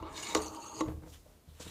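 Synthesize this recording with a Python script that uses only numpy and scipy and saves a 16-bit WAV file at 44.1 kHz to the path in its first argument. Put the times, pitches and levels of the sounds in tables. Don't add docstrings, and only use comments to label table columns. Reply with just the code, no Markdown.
import sys
import numpy as np
from scipy import signal
from scipy.fft import rfft, irfft, next_fast_len
from scipy.io import wavfile

SR = 44100
rng = np.random.default_rng(int(sys.argv[2]) if len(sys.argv) > 2 else 0)


def log_audio(samples):
    frames = np.atleast_2d(samples).T
    limited = np.clip(frames, -1, 1)
    pcm = np.round(limited * 32767).astype(np.int16)
    wavfile.write(sys.argv[1], SR, pcm)


def ratio(d):
    e = np.asarray(d, float) / 20
    return 10 ** e


N = 74970
TIME = np.arange(N) / SR

# f/Hz, level/dB
FLOOR_SPECTRUM = [(18, -24), (30, 0), (616, -14.5), (740, -16.5), (1810, -25), (14400, -30), (16000, -37)]
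FLOOR_DB = -63.5
RUMBLE_DB, RUMBLE_HZ = -61, 110
# t/s, level/dB
MIC_HISS = [(0, -86), (0.098, -84), (.2, -65), (.35, -61), (.5, -68), (.78, -74), (.9, -66), (1.0, -77.5),
            (1.04, -77), (1.1, -65.5), (1.2, -72), (1.36, -87), (1.45, -93), (1.49, -74), (1.7, -73)]
HISS_FROM_HZ, HISS_TRIM_DB = 2900, -3

# t/s, case buzz level/dB, tube hiss level/dB
STROKES = [
    [(0.0, -46, -60), (0.02, -51, -62.5), (0.03, -47, -59.5), (0.068, -46, -54), (0.17, -52.5, -47.5),
     (0.184, -48, -48), (0.328, -45, -43.5), (0.338, -49, -49.5)],
    [(0.4, -44.5, -50.5), (0.426, -48, -46.5), (0.514, -48, -58), (0.556, -48, -54.5), (0.59, -48.5, -58.5),
     (0.664, -50.5, -53), (0.718, -50, -56.5), (0.798, -45, -49)],
]
# f/Hz, width/Hz, level/dB
CASE = [(205, 20, -7), (270, 30, -8.5), (318.6, 17.8, 3), (440, 31, -5.5), (497, 23, -8.5),
        (639.6, 19, -3.5), (818, 40, -5.5), (936, 63, -2.5), (1077, 61, -4.5), (1208, 152, -6.5)]
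THICK_TUBE = [(1692, 63, -2), (2230, 130, 0), (2890, 105, -5), (3660, 73, -2.5), (4390, 120, -2.5),
              (5050, 160, -6), (6000, 67, 1), (6840, 360, -1.5), (7250, 74, 0), (7940, 42, -4),
              (8350, 170, -8), (8960, 300, -12)]
THIN_TUBE = [(1902, 56, -12), (2760, 280, -19.5), (3520, 140, -21), (3760, 48, -13), (4490, 260, -11.5),
             (6100, 51, -5), (6540, 150, 1), (6760, 230, -9), (7700, 65, -14), (7700, 100, -18),
             (8000, 66, -26), (8870, 110, -19)]
# f/Hz, level/dB per Hz
THICK_HISS = [(880, -25), (1500, -4.5), (2830, -5), (3310, -4), (3860, 3.5), (4720, -6.5), (6810, -6),
              (15000, -24.5)]
THIN_HISS = [(880, -49), (1500, -21), (2890, -5), (3780, -17), (4460, -3.5), (5400, -28), (6610, -3),
             (15000, -29)]
BROAD_DB, BUZZ_BED_DB, CASE_TOP_HZ = -1.5, -8, 1410
OPEN_FROM_HZ, OPEN_S = 4270, 0.16
GRAINS_PER_S, GRAIN_SPREAD_DB, PATCHY_DB = 4000, 3, 3

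# t/s, level/dB, f/Hz, release/s per 20 dB
CATCHES = [(.0, -46, 325, .09), (.024, -42, 1000, .03), (.027, -54, 2820, .02), (.158, -47, 3650, .02),
           (.178, -46, 5030, .015), (.178, -49, 6800, .015), (.172, -55, 3000, .04), (.198, -45, 5070, .02),
           (.2, -45, 6800, .015), (.229, -42, 2860, .025), (.229, -47, 8800, .04), (.283, -47, 6600, .04),
           (.3, -44, 3800, .06), (.3475, -23, 6600, .007), (.351, -33, 420, .05), (.354, -33, 4100, .012),
           (.361, -33, 5900, .02), (.362, -37, 6900, .02), (.378, -42, 6900, .02), (.377, -46, 4700, .015),
           (.391, -44, 6700, .012), (.417, -49, 8900, .04), (.418, -44, 4600, .015), (.41, -62, 12400, .1),
           (.458, -46, 6200, .06), (.475, -52, 4500, .04), (.474, -63, 12300, .02), (.546, -51, 8800, .015),
           (.549, -57, 3050, .07), (.562, -53, 4900, .02), (.56, -52, 6900, .015), (.602, -52, 6600, .04),
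           (.612, -56, 4450, .08), (.62, -61, 2750, .2), (.658, -55, 6000, .02), (.666, -56, 8900, .015),
           (.683, -55, 3450, .02), (.741, -55, 6600, .04), (.76, -54, 4850, .08), (.77, -49, 6750, .1),
           (.808, -40, 2035, .012), (.808, -41, 4100, .012), (.807, -41, 3100, .01),
           (.811, -33, 1150, .016), (.824, -41, 1100, .03), (.807, -42, 7000, .012), (1.255, -62, 610, .06)]
CATCH_Q, CATCH_ATTACK_S = 11.0, .003

# t/s, level/dB, hardness f/Hz
BUMPS = [(0.011, -42, 40), (.11, -47.5, 45), (0.356, -42, 253), (.64, -62, 90), (.81, -47, 100),
         (.855, -41.5, 151), (.874, -32.5, 314), (.883, -31, 398), (.9, -50, 900), (.914, -40.5, 154),
         (.95, -54, 102), (1.022, -45.5, 404), (1.035, -43.5, 420), (1.06, -46, 450), (1.072, -51.5, 700),
         (1.09, -48, 150), (1.17, -56.5, 100), (1.26, -59, 700), (1.291, -55, 100), (1.472, -53.5, 246),
         (1.485, -48, 149), (1.56, -60, 150), (1.599, -42, 650), (1.651, -49.5, 302), (1.662, -42.5, 500),
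         (1.685, -50, 200)]
# f/Hz, level/dB, t60/s
TABLE_MODES = [(49.7, -5, 0.21), (76.2, -2.5, 0.29), (111, -0.5, 0.063), (176, 0.5, .08),
               (260, -5.5, 0.095), (320, -5, .1), (441, -8, 0.16), (500, -2, 0.11), (641, -6.5, 0.076),
               (955, 0, .05)]
SCUFF_DB, SCUFF_T60_S, SCUFF_HZ = -16, 0.13, 900

# t/s, peak level/dB, brightness/dB
STOPS = [(.0255, -38, -10), (0.229, -37.5, 10), (0.3492, -14, 3.5), (0.3532, -22, -1), (.3505, -18, 2),
         (.363, -23, -5), (.417, -37.5, 6), (.475, -52, 8), (.548, -49, 11.5), (0.8072, -22.5, -2.5),
         (0.8108, -26, -3), (.8205, -33, -11)]
# f/Hz, level/dB, t60/s
STOP_MODES = [(320, -11.5, 0.12), (500, -11, 0.045), (634, -12.5, 0.042), (897, -13.5, 0.055),
              (1080, -12.5, 0.08), (1195, -9, 0.024), (1476, -15, 0.016), (2014, -11, 0.011),
              (2807, -14, 0.0075), (3900, -19, 0.012), (4500, -21.5, 0.019), (5750, -19, 0.033),
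              (6470, -12.5, 0.019), (7390, -13, 0.009)]
CRACK_DB, CRACK_S = -10.5, 0.0022
TAIL_DB, TAIL_T60_S = -25, 0.19
RATTLE_DB, RATTLE_T60_S = -33, 0.14

# t/s, attack/s, release/s per 20 dB (negative swells), level/dB, brightest f/Hz
BRUSHES = [
    (1.05, .05, .2, -68, 7300),
    (1.118, 0.022, 0.05, -58, 3200),
    (1.46, 0.032, .3, -72.5, 4000),
    (1.53, 0.056, -2.5, -66, 2900),
    (1.595, .01, 0.1, -55.5, 8100),
    (1.603, 0.025, 0.025, -54, 3900),
    (1.645, 0.006, .03, -60, 4100),
    (1.662, .018, .12, -56, 3800),
]
# f/Hz, level/dB
BRUSH_SPECTRUM = [(500, -13), (900, -7), (2100, -9), (2600, -10), (3600, -2), (7500, -1.5), (10000, -5.5),
                  (15500, -18)]
BRUSH_PEAK_DB, BRUSH_Q = 0.1, 3.8

ROOM_T60_S, ROOM_DB, WALL_CUT_HZ = 0.55, -18, 2530
MIC_LOW_HZ, MIC_TOP_HZ = 40, 16050


def unit(x):
    return x / np.sqrt(np.mean(x ** 2) + 1e-20)


def noise():
    return rng.standard_normal(N)


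def drift(rate):
    r = np.exp(-2 * np.pi * rate / SR)
    return unit(signal.lfilter([1], [1, -2 * r, r * r], rng.standard_normal(N + SR))[SR:])


def cut(x, hz, kind, order=2):
    return signal.sosfilt(signal.butter(order, hz, kind, fs=SR, output="sos"), x)


def ring(x, hz, t60):
    r, w = ratio(-60 / (t60 * SR)), 2 * np.pi * hz / SR
    return signal.lfilter([0, np.sin(w)], [1, -2 * r * np.cos(w), r * r], x + 1e-18)


def coloured(x, spectrum):
    hz, db = np.transpose(spectrum)
    bins_hz = np.arange(N // 2 + 1) * SR / N + 1
    return unit(irfft(rfft(x) * ratio(np.interp(np.log(bins_hz), np.log(hz), db)), N))


def clicks(s, gain):
    return np.bincount((np.asarray(s) * SR).astype(int), gain, minlength=N)


def fading(s, gain, t60):
    return signal.lfilter([1], [1, -ratio(-60 / (t60 * SR))], clicks(s, gain))


def burst(s, attack, release, db):
    level = ratio(db - 20 * np.maximum(TIME - s, 0) / release)
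    return level * np.clip((TIME - s) / attack, 0, 1)


def grains():
    sizes = ratio(GRAIN_SPREAD_DB * np.minimum(rng.exponential(1, N), 5)) * rng.choice([-1, 1], N)
    slips = rng.random(N) < GRAINS_PER_S / SR
    return unit(sizes * slips) + .5 * noise()


def body(peaks):
    friction = grains()
    out = 0
    for k, (hz, width, db) in enumerate(peaks):
        patchy = drift(14.3) + 0.64 * drift(4.9) * (hz > 1500)
        tone = unit(ring(friction, hz, 3.03 / width))
        out = out + ratio(db + PATCHY_DB * patchy) * np.sqrt(width) * tone * (-1) ** k
    return unit(out)


def room_floor():
    return ratio(FLOOR_DB + 1.0 * drift(4)) * coloured(noise(), FLOOR_SPECTRUM)


def rumble():
    low = unit(cut(cut(noise(), RUMBLE_HZ, "low"), 46, "high"))
    return ratio(RUMBLE_DB + 2.1 * drift(7.3)) * np.clip((1.3 - TIME) / 0.19, 0, 1) * low


def mic_hiss():
    s, db = np.transpose(MIC_HISS)
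    return ratio(np.interp(TIME, s, db) + HISS_TRIM_DB) * cut(noise(), HISS_FROM_HZ, "high") * 2


def sliding():
    bed = unit(cut(grains(), 270, "high"))
    bed = unit(cut(bed, CASE_TOP_HZ, "low"))
    buzz = unit(cut(body(CASE) + ratio(BUZZ_BED_DB) * bed, CASE_TOP_HZ, "low", order=8))
    out = 0
    for rows, peaks, spectrum in zip(STROKES, (THICK_TUBE, THIN_TUBE), (THICK_HISS, THIN_HISS)):
        s, case_db, tube_db = np.transpose(rows)
        broad = ratio(BROAD_DB) * coloured(grains(), spectrum)
        tube = unit(cut(body(peaks) + broad, 1380, "high", order=4))
        dull = cut(tube, OPEN_FROM_HZ, "low", order=4)
        opening = np.clip(TIME / OPEN_S, 0, 1) ** 3.1
        tube = dull + (tube - dull) * opening * ratio(1.25 * drift(47))
        start = np.clip((TIME - s[0] + 0.073) / 0.031, 0, 1)
        end = np.clip((s[-1] + .014 - TIME) / 0.0034, 0, 1)
        rub = buzz * ratio(np.interp(TIME, s, case_db)) + tube * ratio(np.interp(TIME, s, tube_db))
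        out = out + start * end * rub
    return out


def catches():
    grit = grains()
    out = 0
    for s, db, hz, release in CATCHES:
        t60 = 2.2 * CATCH_Q / hz
        tone = unit(ring(ring(grit, hz, t60), hz, t60))
        out = out + burst(s, CATCH_ATTACK_S, release, db) * tone
    return out


def bumps():
    s, db, hard_hz = np.transpose(BUMPS)
    chance = rng.normal(0, 1.56, (len(s), len(TABLE_MODES)))
    out = 0
    for k, (hz, level, t60) in enumerate(TABLE_MODES):
        softness = 1 / (1 + (hz / hard_hz) ** 2.64)
        brief = (hard_hz / 200) ** -np.clip(200 / hz - .5, 0, 1)
        hits = clicks(s, ratio(db + level + chance[:, k]) * softness * brief)
        out = out + ring(hits, hz, t60) * (-1) ** max(k - 2, 0)
    scuff = unit(cut(cut(grains(), SCUFF_HZ, "low"), 200, "high"))
    return cut(out, 1900, "low") + fading(s, ratio(db + SCUFF_DB) * hard_hz / 400, SCUFF_T60_S) * scuff


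def stops():
    s, db, bright = np.transpose(STOPS)
    chance = rng.normal(0, 2.1, (len(s), len(STOP_MODES)))
    modes = 0
    for k, (hz, level, t60) in enumerate(STOP_MODES):
        tilt = bright * np.log2(hz / 1500) / 2
        hits = clicks(s, ratio(db + level + chance[:, k] + tilt) * (-1) ** k)
        modes = modes + ring(hits, hz, t60)
    crack = cut(cut(noise(), 6500, "low"), 1350, "high")
    crack = crack * ratio(CRACK_DB) * fading(s, ratio(db + bright), 7 * CRACK_S)
    rattle = ratio(2.5 * drift(46)) * coloured(grains(), THICK_HISS)
    rattle = rattle * ratio(RATTLE_DB) * fading(s, ratio(db + bright), RATTLE_T60_S)
    tail = ratio(TAIL_DB) * fading(s, ratio(db), TAIL_T60_S) * body(CASE)
    return modes + crack + rattle + tail


def brushes():
    rub = coloured(0.68 * grains() + noise(), BRUSH_SPECTRUM)
    out = 0
    for s, attack, release, db, hz in BRUSHES:
        bright_spot = ratio(BRUSH_PEAK_DB) * unit(ring(rub, hz, 1.95 * BRUSH_Q / hz))
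        rise = np.clip((TIME - s) / attack, 0, 1)
        fall = ratio(db - 20 * np.maximum(TIME - s - attack, 0) / release)
        out = out + rise * fall * (rub + bright_spot)
    return out


def room(x):
    size = next_fast_len(N + SR)
    hz = np.arange(size // 2 + 1) * SR / size
    t60 = ROOM_T60_S / (1 + hz / WALL_CUT_HZ)
    response = 0
    for k, lag in enumerate(rng.uniform(.02, .055, 10)):
        loop = ratio(-60 * lag / t60) * np.exp(-2j * np.pi * hz * lag)
        response = response + loop / (1 - loop) * (-1) ** k
    return irfft(rfft(x, size) * response, size)[:N]


def scene():
    background = room_floor() + rumble() + mic_hiss()
    table_top = sliding() + catches() + bumps() + stops()
    hands = brushes()
    reflections = ratio(ROOM_DB) * room(table_top + .4 * hands)
    return (table_top + hands + reflections + background)[None]


def roll_off(x):
    return signal.sosfilt(signal.butter(12, 16470, fs=SR, output="sos"), x)


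def record(dry):
    top = signal.cheby2(12, 50, MIC_TOP_HZ, fs=SR, output="sos")
    mix = signal.sosfilt(top, cut(dry, MIC_LOW_HZ, "high", order=3))
    return roll_off(mix)


dry = scene()
out = record(dry)
log_audio(out)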